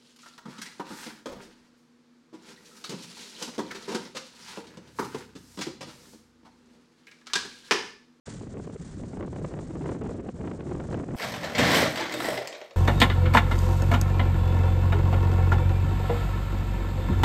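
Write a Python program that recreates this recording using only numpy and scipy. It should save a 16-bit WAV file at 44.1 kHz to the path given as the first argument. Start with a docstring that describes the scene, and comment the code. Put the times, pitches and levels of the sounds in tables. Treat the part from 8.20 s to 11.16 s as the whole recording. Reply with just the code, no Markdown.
"""After a moment of silence a faint hiss starts, and gusty wind at once buffets a small microphone in a yard.
The hiss is air round a little wind turbine's blades: a broad rush plus a high hiss, both shaped noise.
The wind is noise from large swirls and small eddies that follows the gusts, plus short sharp buffets.
Strong wind drives the microphone capsule to its limit, so the rumble flattens and rasps.
The blade hiss is choked whenever that happens."""
import sys
import numpy as np
from scipy import signal
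from scipy.fft import rfft, irfft, next_fast_len
from scipy.io import wavfile
from scipy.ndimage import uniform_filter1d, map_coordinates

SR = 44100
rng = np.random.default_rng(int(sys.argv[2]) if len(sys.argv) > 2 else 0)


def wav_out(sig):
    """Save sig, one row per channel (or a flat mono array), as 16-bit PCM at SR to the path in sys.argv[1]."""
    wavfile.write(sys.argv[1], SR, np.round(np.clip(np.atleast_2d(sig).T, -1, 1) * 32767).astype(np.int16))


N = 130536
TIME = np.arange(N) / SR  # seconds

# Loudness of the blade sound, before BLADE_DB and the random drops: t/s, level/dB
HISS_LEVEL = [(0.06, -55.5), (0.09, -51), (0.28, -65.5), (0.33, -61), (0.35, -69.5), (0.45, -59.5),
              (0.5, -69.5), (0.54, -60.5), (0.57, -71.5), (0.6, -58.5), (1.0, -65), (1.3, -61), (1.33, -65),
              (1.44, -60.5), (1.53, -63), (1.73, -58), (1.77, -68), (1.92, -60), (1.99, -68.5), (2.36, -63),
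              (2.39, -70), (2.51, -61.5), (2.6, -64.5), (2.76, -57.5), (2.84, -65.5), (2.95, -62)]
# Colour of the broad rush of air round the rotor: f/Hz, level/dB (per Hz)
RUSH_COLOUR = [(100, -1.5), (500, -7.5), (1000, 3), (1800, 1.5), (2700, -7), (4500, -5), (7000, -9.5),
               (10000, -31.5)]
# Colour of the high hiss off the blades: f/Hz, level/dB (per Hz)
BLADE_COLOUR = [(1500, -27.5), (3500, -8), (4700, -10.5), (6200, -3.5), (7500, 0), (8500, -4.5),
                (9700, -11), (10400, -31)]
# Gusts, with strength before GUST_GROWS: t/s, strength/dB, weight of the small eddies/dB
GUST_STRENGTH = [(0.09, -35.5, -11), (0.14, -36, -11.5), (0.22, -36.5, -14.5), (0.39, -33.0, -5),
                 (0.43, -36.5, -11), (0.552, -34.5, -11), (0.579, -44.5, -9), (0.61, -33, -14),
                 (0.701, -37, -11.5), (0.83, -32.5, -11), (0.921, -37.5, -4), (1.01, -29.0, -8.5),
                 (1.08, -34.0, -8.0), (1.21, -30, -8.5), (1.256, -28.0, -12.5), (1.29, -37.0, -2.5),
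                 (1.39, -27, -8), (1.45, -35.5, -5.5), (1.6, -31, -8), (1.66, -28.5, -6.5),
                 (1.71, -27.0, -5.5), (1.769, -34.5, -5), (1.86, -28.5, -5), (1.93, -32, -5.5),
                 (2.02, -37.5, -0.5), (2.085, -30, -7.5), (2.115, -42, -4), (2.2, -29, -9.5),
                 (2.28, -30.5, -3.5), (2.368, -35.5, -6.5), (2.52, -30, -4), (2.651, -31.0, -7.5),
                 (2.73, -29, -7), (2.789, -26.5, -9.5), (2.85, -36.5, -5.5), (2.91, -29, -4.5),
                 (2.95, -28.5, -12)]
# Colour of the large swirls: f/Hz, level/dB (per Hz)
SWIRL_COLOUR = [(15, -6.5), (30, 1.5), (60, 2.5), (110, 3), (165, 4), (300, -5.5), (450, -24.5),
                (800, -35.5), (2000, -72)]
# Colour of the small eddies: f/Hz, level/dB (per Hz)
EDDY_COLOUR = [(60, -21), (200, 0), (380, 2.5), (550, -5), (900, -19), (1600, -26), (3000, -37.5),
               (6000, -63.5)]
# Sharp buffets that strike the capsule, before SLAP_DB: t/s, level/dB
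BUFFET_HITS = [(0.083, -43), (0.213, -42.5), (0.234, -47), (0.271, -45.5), (0.344, -47), (0.372, -42.5),
               (0.398, -41), (0.475, -42.5), (0.498, -47), (0.533, -48.5), (0.561, -45), (0.838, -41.5),
               (0.935, -42.5), (0.973, -42.5), (1.01, -36), (1.029, -37.5), (1.05, -44.5), (1.078, -42.0),
               (1.13, -40.0), (1.162, -37.5), (1.184, -45), (1.247, -31.5), (1.341, -39), (1.392, -37),
               (1.508, -41.5), (1.556, -40), (1.612, -36.5), (1.66, -34), (1.677, -40.5), (1.693, -31.5),
               (1.719, -35.5), (1.749, -44), (1.829, -42.5), (1.863, -42), (1.896, -42.5), (1.913, -39.5),
               (1.987, -44), (2.089, -36.5), (2.21, -39.5), (2.241, -40.0), (2.277, -34), (2.316, -35),
               (2.336, -42), (2.394, -45.5), (2.408, -40), (2.471, -42.5), (2.495, -40.5), (2.516, -36.0),
               (2.55, -37.5), (2.57, -43.5), (2.602, -35), (2.64, -45.5), (2.688, -43), (2.711, -40.5),
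               (2.729, -31.5), (2.746, -34.5), (2.78, -39.5), (2.799, -35.0), (2.837, -37), (2.888, -38.5),
               (2.908, -41), (2.948, -35.0)]
# Colour of a buffet: f/Hz, level/dB (per Hz)
SLAP_COLOUR = [(60, -15.5), (200, 2), (380, 4.5), (600, -6.5), (900, -21.5), (1600, -25.5), (3000, -36),
               (6000, -76.5)]
# Level at which the rumble flattens: t/s, level/dB
CEILING_LEVEL = [(.1, -33.5), (.8, -31), (1.02, -30.5), (1.16, -32.5), (1.255, -26.5), (1.31, -30.5),
                 (1.4, -32), (1.56, -30.5), (1.69, -27), (1.77, -28.5), (1.9, -29), (2.05, -28.5),
                 (2.27, -29.5), (2.33, -32), (2.53, -26.5), (2.62, -32), (2.75, -26), (2.85, -31.5),
                 (2.95, -27)]

HISS_START_S, WIND_START_S, FADE_S = 0.0557, 0.0688, 0.0066
BLADE_DB, RUSH_DB = 1.5, 1  # lift of all the blade sound; extra lift of the rush
HISS_CHOKE = 0.55  # share of the hiss lost at the capsule's limit
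LEVEL_DROP_DB = 3.5  # depth of random brief drops in the level of all the hiss, per unit of wobble
# depth of random brief drops in the high hiss, per unit of wobble; highest wobble allowed
TREBLE_DROP_DB, TREBLE_DROP_TOP = 9, 0.31
GUST_GROWS, CALM_DB = 1.47, -29  # dB of pressure for each dB of gust away from the calm level
SWIRL_FLUTTER_DB, EDDY_FLUTTER_DB = 2, 3.5  # per unit of wobble
BUFFET_RISE_S, BUFFET_FALL_S = 0.0024, 0.0042  # widths of the two halves of a bell shape
SLAP_DB = 11.5  # lift of all the buffets
KNEE = 6.9  # hardness of the flattening, no unit
LOW_CUT_HZ, TOP_HZ = 61, 10300


def amp(db):
    """Turn decibels into a gain."""
    return 10 ** (np.asarray(db) / 20)


def unit(x):
    """Scale a sound to an average (rms) strength of 1."""
    return x / np.sqrt(np.mean(x ** 2) + 1e-20)


def curve(rows):
    """Join (time, value) rows with straight lines, one value per sample."""
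    return np.interp(TIME, *np.transpose(rows))


def wobble(rate):
    """A smooth curve through random points, rate points a second, with a spread of about 1."""
    return map_coordinates(rng.standard_normal(2048), [TIME * rate], mode="wrap")


def filtered(x, response):
    """Multiply each frequency in x by a gain, which may be complex."""
    size = next_fast_len(N + 8192)  # spare room keeps the end from wrapping onto the start
    spectrum = rfft(x, size)
    return irfft(spectrum * response(np.fft.rfftfreq(size, 1 / SR)), size)[:N]


def noise(colour):
    """Random noise of rms 1, coloured by a table of frequencies and levels."""
    f, db = np.transpose(colour)

    def response(hz):
        return amp(np.interp(np.log(hz + 1), np.log(f + 1), db))

    return unit(filtered(rng.standard_normal(N), response))


def fade_in(start_s):
    """A quick straight rise out of silence."""
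    return np.clip((TIME - start_s) / FADE_S, 0, 1)


def blade_hiss(swing):
    """Air rushes and hisses round the blades; a capsule near its limit has less room left for it."""
    free = 1 - HISS_CHOKE * uniform_filter1d(swing ** 2, size=90)
    level_drops_db = -LEVEL_DROP_DB * np.maximum(wobble(rate=110) - .5, 0)
    # random brief drops in the high hiss, deeper while the rumble is strong
    rumble_strength = np.sqrt(np.abs(uniform_filter1d(swing ** 2, size=2000)))
    treble_drops_db = TREBLE_DROP_DB * rumble_strength * np.minimum(wobble(rate=110), TREBLE_DROP_TOP)
    rush = amp(RUSH_DB) * noise(RUSH_COLOUR)
    high_hiss = amp(treble_drops_db) * noise(BLADE_COLOUR)
    level = amp(curve(HISS_LEVEL) + BLADE_DB + level_drops_db)
    return (rush + high_hiss) * free * level * fade_in(HISS_START_S)


def turbulence():
    """Large swirls and small eddies press on the capsule, both rising and falling with the gusts."""
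    s, strength, eddy_weight = np.transpose(GUST_STRENGTH)
    gust_db = CALM_DB + GUST_GROWS * (np.interp(TIME, s, strength) - CALM_DB)
    swirl = noise(SWIRL_COLOUR) * amp(SWIRL_FLUTTER_DB * wobble(rate=60))
    eddy_db = np.interp(TIME, s, eddy_weight) + EDDY_FLUTTER_DB * wobble(rate=110)
    eddies = noise(EDDY_COLOUR) * amp(eddy_db)
    return (swirl + eddies) * amp(gust_db) * fade_in(WIND_START_S)


def buffets():
    """Each buffet shoves the capsule to and fro for a few milliseconds, evenly but at a wandering rate."""
    envelope = np.zeros(N)
    for s, db in BUFFET_HITS:
        t = TIME - s
        distance = np.maximum(-t / BUFFET_RISE_S, t / BUFFET_FALL_S)
        envelope += amp(db) * np.exp(-distance ** 2 / 2)
    shove = signal.hilbert(noise(SLAP_COLOUR))
    # dividing by its own strength evens out the noise
    even_shove = unit(shove.real / (np.abs(shove) + .5))
    return even_shove * envelope * amp(SLAP_DB)


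def saturate(pressure):
    """The capsule follows small pressures, but its swing flattens towards +-1 under large ones."""
    return pressure / (1 + np.abs(pressure) ** KNEE) ** (1 / KNEE)


def scene():
    """Wind overloads the capsule, with the turbine's hiss behind it."""
    ceiling = amp(curve(CEILING_LEVEL))
    swing = saturate((turbulence() + buffets()) / ceiling)
    rumble = ceiling * swing
    return (blade_hiss(swing) + rumble)[None]


def record(dry):
    """The recorder weakens the deepest bass and removes everything from its top frequency up."""
    def response(hz):
        bass_cut = 1j * hz / (LOW_CUT_HZ + 1j * hz)
        return bass_cut * (hz < TOP_HZ)

    return filtered(dry[0], response)[None]


dry = scene()
out = record(dry)
wav_out(out)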